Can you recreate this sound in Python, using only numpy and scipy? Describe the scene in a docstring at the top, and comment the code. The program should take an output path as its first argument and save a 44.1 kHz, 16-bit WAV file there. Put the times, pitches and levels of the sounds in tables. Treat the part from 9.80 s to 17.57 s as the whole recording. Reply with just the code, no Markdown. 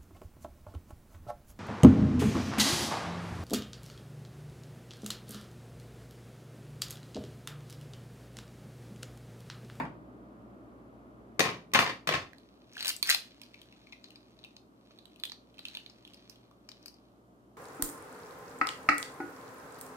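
"""An egg is tapped three times on a saucepan rim: noise bursts ring the pan's modes as it rocks on its stove coil.
Then fingers crush the shell, heard as single snaps and showers of tiny random impacts, close to the microphones.
The tail of a duller knock opens the scene. A hard-walled kitchen answers with decaying noise,
over the drone and mains tones of an appliance and the hiss of the stereo microphones."""
import sys
import numpy as np
from scipy import signal
from scipy.fft import rfft, irfft, next_fast_len
from scipy.io import wavfile

SR = 44100
rng = np.random.default_rng(int(sys.argv[2]) if len(sys.argv) > 2 else 0)


def field_ratio(decibels):
    """Amplitude ratio for a level in dB (20 dB per decade); scalars and array-likes work."""
    return 10 ** (np.asarray(decibels, dtype=float) / 20)


def output_pcm(signal):
    """Save a mono or channel-first signal as 16-bit PCM at the path in sys.argv[1].

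    Samples are clipped to [-1, 1] before scaling.
    """
    pcm = np.clip(np.atleast_2d(signal).T, -1, 1) * 32767
    wavfile.write(sys.argv[1], SR, np.round(pcm).astype(np.int16))


N = 342602
LEAD = SR // 4  # samples of lead-in, so that sounds may start before time 0

# Egg on the rim, levels before the pan's filters: start_s, knock_db, crack_db, chatter_db, chatter_s
RIM_TAPS = [(1.594, -7, -16, -36, .11), (1.936, -16, -18.5, -31.5, 0.13), (2.273, -14.5, -25, -37, .10)]
# Pan rocking back onto the coil, level before its filters: start_s, knock_db, fall_60_db_s
COIL_ROCKS = [(1.605, -1.5, 0.011), (1.617, -21.5, 0.008), (1.64, -19, 0.019), (1.652, -21, 0.086),
              (1.689, -23, 0.035), (1.947, -8.5, .06), (1.956, -7.5, .014), (1.971, -18, 0.028),
              (1.99, -2.5, 0.013), (2.005, -24, 0.021), (2.019, -19, 0.038), (2.064, -14, 0.0088),
              (2.095, -24, .06), (2.29, -7.5, 0.011), (2.31, -25, 0.026), (2.323, -18, 0.033),
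              (2.338, -16.5, .057), (2.352, -16, 0.016)]
# Modes of the saucepan: pitch_hz, width_hz, level_db
PAN_MODES = [(151, 180, -17.5), (763, 350, 2.5), (995, 11, 2.5), (1058, 51, 3), (1870, 22, -5),
             (2250, 110, 0), (3000, 13, -19), (3450, 300, -14.5), (3800, 390, -10.5), (4190, 42, -2.5),
             (4970, 120, -11), (5002, 41, -19.5), (6440, 110, -16.5), (6283, 36, -10.5), (7800, 130, -24.5),
             (7550, 25, -23)]
# Colour of a contact's body: pitch_hz, gain_db
KNOCK_COLOUR = [(240, -41), (400, -1), (884, 0.5), (1110, -9.5), (2120, 3), (2370, -0.5), (3010, -8),
                (6000, -19), (7800, -46.5), (13200, -120)]
# Shell snaps; peak before panning, treble against the peak: start_s, peak_db, ring_hz, treble_db
SHELL_SNAPS = [(1.917, -46.5, 2450, -11), (2.5323, -42.5, 1740, -15), (2.583, -46.5, 4340, -7),
               (2.933, -46, 5770, -0.5), (2.9543, -39.5, 2450, -12.5), (2.9677, -30.5, 1620, -9),
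               (2.9923, -33, 3000, -6), (2.9788, -31, 3020, -16), (3.0075, -24, 4170, -11.5),
               (3.0268, -24.5, 4230, -3), (3.047, -23.5, 3000, -2), (3.0575, -20.5, 4200, -2),
               (3.0696, -21.5, 2800, 3), (3.0805, -20, 5130, 3), (3.0871, -27, 4300, 7.5),
               (3.0924, -21, 4430, 5.5), (3.1016, -26.5, 2800, 3.5), (3.1645, -36, 7520, 5.5),
               (3.2276, -12.5, 4300, -1.5), (3.273, -23, 4700, -1), (3.292, -13.5, 1800, -4.5),
               (3.299, -16.5, 1730, 6.5), (3.3045, -10, 4350, -2), (3.312, -24, 4560, -7.5),
               (3.322, -27.5, 2570, -15), (3.3324, -22.5, 4570, -6.5), (3.3464, -11.5, 4100, -6.5),
               (3.616, -34.5, 2610, -4), (3.6351, -37.5, 4450, -15.5), (3.7431, -38, 2500, -20.5),
               (3.8162, -41, 3650, -2), (3.925, -44.5, 2430, -15.5), (4.07, -45.5, 2310, -23.5),
               (4.124, -36.5, 2450, -35), (4.1301, -35, 2280, -40), (4.2414, -35, 4190, -23),
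               (4.3052, -43, 2780, -7.5), (4.358, -36.5, 4240, -30), (4.5897, -49, 4330, -16),
               (4.6395, -37.5, 3660, -19.5), (4.647, -37.5, 2730, -8), (4.7653, -38.5, 4150, -25),
               (5.1067, -54, 1317, -26), (5.1876, -41.5, 4050, -10.5), (5.2552, -43, 3770, -6),
               (5.3599, -45, 2750, -8), (5.399, -41, 4000, -2.5), (5.436, -19, 3600, -12),
               (5.4526, -29, 3600, -1.5), (5.4971, -33, 4070, -20), (5.5191, -29, 4250, -26),
               (5.7424, -53, 3000, -9), (5.7822, -43.5, 2800, -8), (5.7916, -32, 3950, -12),
               (5.8526, -26.5, 2920, -10), (5.884, -30.5, 4080, -12), (5.95, -27, 3370, -13.5),
               (5.9709, -26.5, 3060, -15), (6.0623, -32.5, 3720, -22), (6.098, -41.5, 4730, -23),
               (6.2503, -37.5, 3120, -15), (6.2758, -40.5, 3080, -10), (6.3356, -44, 3180, -4.5),
               (6.344, -41.5, 5000, -3.5), (6.497, -38.5, 5400, -0.5), (6.5577, -48.5, 3280, -9),
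               (6.7116, -49.5, 1100, -12), (6.8892, -34, 4640, -15), (6.9166, -37, 4030, -22),
               (7.0275, -51, 5100, -8), (7.059, -32.5, 4680, -3), (7.0808, -36, 4760, -8),
               (7.142, -51, 5020, -4)]
# Resonances of the cupped shell: pitch_hz, width_hz, level_db
SHELL_MODES = [(1760, 400, -8.5), (2450, 310, 0), (3250, 900, -1), (4250, 620, 2), (5900, 500, -6)]
# Place of the hands between the microphones: time_s, left_over_right_db
HAND_PLACE = [(2.5, -1), (3.3, 2.5), (4.3, 2.5), (4.75, 7), (5.3, -2), (5.95, -5), (6.5, -8.5), (6.9, 4),
              (7.1, 18.5)]
# Fine crackle as the fingers squeeze and pull, before its filters: time_s, level_db
CRUSH_LEVEL = [(2.45, -87.5), (2.55, -65), (2.85, -69), (2.97, -51), (3.02, -42.5), (3.1, -34),
               (3.13, -59.5), (3.22, -74), (3.25, -46.5), (3.31, -29), (3.36, -43.5), (3.42, -58.5),
               (3.9, -61.5), (4.7, -65), (4.86, -82.5), (5.1, -63.5), (5.4, -67), (5.46, -73),
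               (5.74, -67.5), (5.79, -60), (5.95, -53.5), (6.1, -63), (6.52, -61.5), (6.8, -77),
               (6.93, -62.5), (7.15, -69), (7.4, -78)]
# Colour of the bright fizz: pitch_hz, gain_db
FIZZ_COLOUR = [(350, -45), (600, -12.5), (997, -15), (1510, 0.5), (3300, 2.5), (4340, 1.5), (6920, -7.5),
               (12300, -20), (16000, -16.5)]
# Contacts of the opening knock, level before its colour: start_s, level_db, fall_60_db_s
OPENING_CONTACTS = [(-.07, -6.5, 0.025), (-.02, 5.5, 0.0095), (.01, -25, 0.013), (0.052, -16.5, 0.029)]
# Colour of the opening knock: pitch_hz, gain_db
OPENING_COLOUR = [(90, -36.5), (150, -7), (280, -15), (500, -19), (900, -0.5), (1200, -8.5), (1900, -11.5),
                  (4000, -32), (9000, -46), (16000, -53)]
# Lag of the direct sound at the left microphone: pan_s, shell_s
LEFT_LAG_S = (.00013, 0.00013)
# Decay of the kitchen by 60 dB: pitch_hz, decay_s
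KITCHEN_DECAY = [(150, 0.53), (500, 0.3), (2000, 0.26), (6000, 0.27), (14000, 0.22)]
# Left-right likeness of the room: pitch_hz, correlation
ROOM_LIKENESS = [(200, 0.98), (500, 0.72), (1500, 0.013), (10000, 0.25)]
# Level of the hum as heard at the microphones, lower after the taps than before: time_s, level_db
HUM_LEVEL = [(0.0, -44), (0.21, -51.5), (1.5, -53), (2.3, -58.5), (3.44, -60.5), (7.77, -60.5)]
# Colour of the drone: pitch_hz, gain_db
DRONE_COLOUR = [(15, -60), (25, -26), (36, -22), (49, -5), (85, -17), (118, -2), (144, -13), (192, -1.5),
                (299, -0.5), (499, -11.5), (595, -7.5), (849, -16), (1210, -15), (1730, -26.5), (5000, -50),
                (6500, -86), (11000, -120)]
# Tones in the hum, against its drone: pitch_hz, level_db
MAINS_TONES = [(59.2, -11), (118.4, -12)]
# Left-right likeness of the drone: pitch_hz, correlation
DRONE_LIKENESS = [(60, 0.52), (180, 0.93), (550, 0.66), (1650, -0.74), (4970, 0.91), (15000, -0.02)]
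# Colour of the microphone hiss: pitch_hz, gain_db
HISS_COLOUR = [(1760, -27), (3000, -6), (3590, -10.5), (4670, -11), (14700, -15.5), (16500, -27.5)]
# Band passed by the microphones: low_hz, top_hz
MIC_BAND_HZ = (40, 15300)


def pan_contacts():
    """Lists taps and rocks as (start_s, knock_db, crack_db, fall_60_db_s); a rock dulls with time since its tap."""
    tap_life_s, rock_crack_db, dulls_db_per_s = 0.023, -26.5, 78.5
    contacts = [(s, db, crack_db, tap_life_s) for s, db, crack_db, *_ in RIM_TAPS]
    for s, db, life_s in COIL_ROCKS:
        since_tap_s = min(s - tap[0] for tap in RIM_TAPS if tap[0] < s)
        contacts.append((s, db, db + rock_crack_db - dulls_db_per_s * since_tap_s, life_s))
    return contacts


def pan_chatter():
    """After each tap the pan chatters on: many tiny impacts that sag in level, then fall away."""
    out = np.zeros((2, LEAD + N))
    for s, _, _, db, length_s in RIM_TAPS:
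        end_s, end_db = s + length_s, db - 43 * length_s
        shape = [(s, db - 37.5), (s + .01, db), (end_s, end_db), (end_s + 0.17, end_db - 43.42)]
        out += field_ratio([[8], [4.5]]) * grains(shape, per_second=1300, spread_db=6.0)  # left, right gain
    return out


def pan_blows():
    """Each contact is a short noisy rattle in three colours: low thud, ringing pan body and bright crack."""
    thud_db, first_push = 5.5, 2  # thud against the knock; push against the rattle
    body_side_db, crack_side_db = 5.5, -8  # left over right
    t = np.arange(SR // 8) / SR
    thud, body, crack = np.zeros((3, 2, LEAD + N))
    for s, db, crack_db, life_s in pan_contacts():
        envelope = field_ratio(-60 * t / life_s) * (1 - np.exp(-t / 0.00063))
        burst = rng.standard_normal((5, len(t))) * envelope
        burst[[1, 3, 4], 0] = first_push  # the contact opens with one sharp push
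        add(thud, s, field_ratio(db + thud_db) * burst[0], 0)
        add(body, s, field_ratio(db) * (burst[1] + 0.91 * burst[3:]), body_side_db)  # part shared, part per side
        add(crack, s, field_ratio(crack_db) * burst[2], crack_side_db)
    body += pan_chatter()

    def thud_colour(f):
        deep = resonance(f, 150, 120) ** 2 * resonance(f, 220, 620)
        return deep + field_ratio(-7.5) * resonance(f, 260, 180) ** 2

    def body_colour(f):
        modes = ringing(PAN_MODES)(f) / (1 + 1j * f / 9400) ** 2  # rolled off above 9400 Hz
        return field_ratio(along(KNOCK_COLOUR, f)) + field_ratio(3.0) * modes

    def crack_colour(f):
        return resonance(f, 5300, 7600) * resonance(f, 7000, 14000)

    return filtered(thud, thud_colour) + filtered(body, body_colour) + filtered(crack, crack_colour)


def shell_snaps():
    """A breaking edge pushes once and crumbles; the cup rings broadly, the freed piece near its own pitch."""
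    crumble_s, side_scatter_db = 0.015, 5.5  # fall by 60 dB; spread around the hands
    t = np.arange(SR // 25) / SR
    out = np.zeros((2, LEAD + N))
    for s, db, hz, treble_db in SHELL_SNAPS:
        side_db = np.interp(s, *np.transpose(HAND_PLACE)) + side_scatter_db * rng.standard_normal()
        noise = rng.standard_normal((3, len(t)))
        # the fingers scatter the crumble unlike to each side
        fracture = 0.27 * (noise[0] + 0.26 * noise[1:]) * field_ratio(-60 * t / crumble_s)
        fracture[:, 0] = 1  # the sharp push

        def ring_colour(f):
            piece = resonance(f, hz, hz * 0.3) ** 2
            cup = field_ratio(-13.0) * ringing(SHELL_MODES)(f) + field_ratio(-19.5) * resonance(f, 1100, 760)
            return piece + cup

        ring = filtered(fracture, ring_colour)
        edge = filtered(fracture, lambda f: resonance(f, 7900, 12000) ** 2)
        ring *= field_ratio(db) / np.abs(ring).max()
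        edge *= field_ratio(db + treble_db) / np.abs(edge).max()
        add(out, s, ring + edge, side_db)
    return out


def shell_crackle():
    """Fine fractures between the snaps sound through the cup; hard squeezing adds a bright fizz."""
    dull = filtered(grains(CRUSH_LEVEL, per_second=390, spread_db=3.0),
                    lambda f: field_ratio(4.5) * ringing(SHELL_MODES)(f) / (1 + 1j * f / 7000))
    fizz = filtered(grains(CRUSH_LEVEL, per_second=2600, spread_db=6.5), lambda f: field_ratio(along(FIZZ_COLOUR, f)))
    # the fizz gains 0.44 dB more per dB of squeeze, unchanged at -49 dB
    fizz_gain = field_ratio(0.44 * (curve(CRUSH_LEVEL) + 49))
    return dull + fizz * np.pad(fizz_gain, (LEAD, 0))


def earlier_knock():
    """A knock already under way at the opening: a few decaying noise bursts in a dull colour."""
    t = np.arange(SR // 8) / SR
    out = np.zeros((2, LEAD + N))
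    for s, db, life_s in OPENING_CONTACTS:
        add(out, s, field_ratio(db - 60 * t / life_s) * rng.standard_normal(len(t)), 1.5)
    return filtered(out, lambda f: field_ratio(along(OPENING_COLOUR, f)))


def kitchen(x, piece=SR // 25):
    """Walls answer with a noise tail that dies by frequency, drawn afresh every 40 ms so no one tail repeats."""
    out = np.zeros((2, len(x) + 2 * SR))
    for start in range(0, len(x), piece):
        hz, t, z = signal.stft(rng.standard_normal((2, SR // 2)), SR, nperseg=256)
        decay = field_ratio(-60 * t / along(KITCHEN_DECAY, hz)[:, None])
        tail = signal.istft(z * decay, SR, nperseg=256)[1]
        tail /= np.linalg.norm(tail[0])
        wet = signal.fftconvolve(x[None, start:start + piece], tail, axes=1)
        out[:, start + 150:][:, :wet.shape[1]] += wet  # first return after 150 samples
    return paired(out[:, :len(x)], ROOM_LIKENESS)


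def appliance_hum():
    """A fan-like drone of coloured noise with mains tones whose phase wanders."""
    t = np.arange(N) / SR
    noise = filtered(rng.standard_normal((2, N)), lambda f: field_ratio(along(DRONE_COLOUR, f)))
    hum = unit(paired(noise, DRONE_LIKENESS))
    for hz, db in MAINS_TONES:
        drift = np.cumsum(rng.standard_normal(N)) * 0.0024  # radians
        hum = hum + field_ratio(db) * np.sqrt(2) * np.sin(2 * np.pi * hz * t + drift)
    return hum * field_ratio(curve(HUM_LEVEL))


def microphone_hiss():
    """Steady coloured noise of the microphones, unrelated left and right."""
    noise = filtered(rng.standard_normal((2, N)), lambda f: field_ratio(along(HISS_COLOUR, f)))
    return field_ratio(-80.5) * unit(noise)


def grains(rows, per_second, spread_db):
    """Tiny impacts at random moments, most small and a few large, under a level curve."""
    hits = rng.random(N) < per_second / SR
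    size_db = spread_db * rng.exponential(size=N).clip(0, 3)
    impacts = unit(hits * field_ratio(size_db) * rng.standard_normal(N))
    t = np.arange(N) / SR
    active = (t > rows[0][0]) & (t < rows[-1][0])
    return np.pad(impacts * field_ratio(curve(rows)) * active, (LEAD, 0)) * np.ones((2, 1))


def resonance(f, hz, width):
    """A causal resonance of gain 1 at its centre."""
    return 1j * f * width / (hz * hz - f * f + 1j * f * width)


def ringing(modes):
    """The summed response of resonances, with alternating sign."""
    return lambda f: sum((-1) ** k * field_ratio(db) * resonance(f, hz, w) for k, (hz, w, db) in enumerate(modes))


def add(out, s, sound, side_db):
    """Lays a sound into a stereo track after its lead-in; close microphones differ by 10 dB at most."""
    side = np.clip(side_db, -10, 10) * np.array([[.5], [-.5]])
    start = LEAD + round(s * SR)
    out[:, start:][:, :sound.shape[-1]] += sound * field_ratio(side)


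def paired(pair, alike):
    """Two unrelated noises mixed into left and right of a given likeness."""
    def mid_side(hz):
        turn = np.arccos(np.clip(along(alike, hz), -1, 1)) / 2
        return np.array([np.cos(turn), np.sin(turn)])

    mid, side = filtered(pair, mid_side)
    return np.array([mid + side, mid - side])


def left_late(x, lag_s):
    """Sound reaches the left microphone later by the given lag."""
    return filtered(x, lambda f: np.exp(-2j * np.pi * f * np.array([[lag_s], [0]])))


def filtered(x, response):
    """x times a complex response of frequency."""
    m = next_fast_len(x.shape[-1] + min(x.shape[-1], SR // 2))
    return irfft(rfft(x, m) * response(np.fft.rfftfreq(m, 1 / SR)), m)[..., :x.shape[-1]]


def along(points, hz):
    """Values at hz between (Hz, value) points on a log axis."""
    f, v = np.transpose(points)
    return np.interp(np.log(hz + 1), np.log(f + 1), v)


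def curve(rows):
    """One value per sample, held outside the rows."""
    s, v = np.transpose(rows)
    return np.interp(np.arange(N) / SR, s, v)


def unit(x):
    """Scaled to rms 1."""
    return x / np.sqrt(np.mean(x ** 2) + 1e-20)


def scene():
    """Pan and shell heard directly, their kitchen, and the hum; the shell is nearer, so it wakes less room."""
    pan = pan_blows() + earlier_knock()
    shell = shell_snaps() + shell_crackle()
    room = kitchen(field_ratio(-1.5) * pan.mean(0) + field_ratio(-7) * shell.mean(0))
    pan_lag_s, shell_lag_s = LEFT_LAG_S
    direct = left_late(pan, pan_lag_s) + left_late(shell, shell_lag_s)
    return (direct + room)[:, LEAD:] + appliance_hum()


def band_limit(x):
    """A steep low-pass at the top of the band."""
    return signal.sosfilt(signal.butter(12, 16830, fs=SR, output="sos"), x)


def record(dry):
    """The microphones add their own hiss, and a limited band of the whole passes."""
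    low, top = MIC_BAND_HZ

    def band(f):
        return (1j * f / (low + 1j * f)) ** 2 / np.sqrt(1 + (f / top) ** 80)

    mix = filtered(dry + microphone_hiss(), band)
    return band_limit(mix)


dry = scene()
out = record(dry)
output_pcm(out)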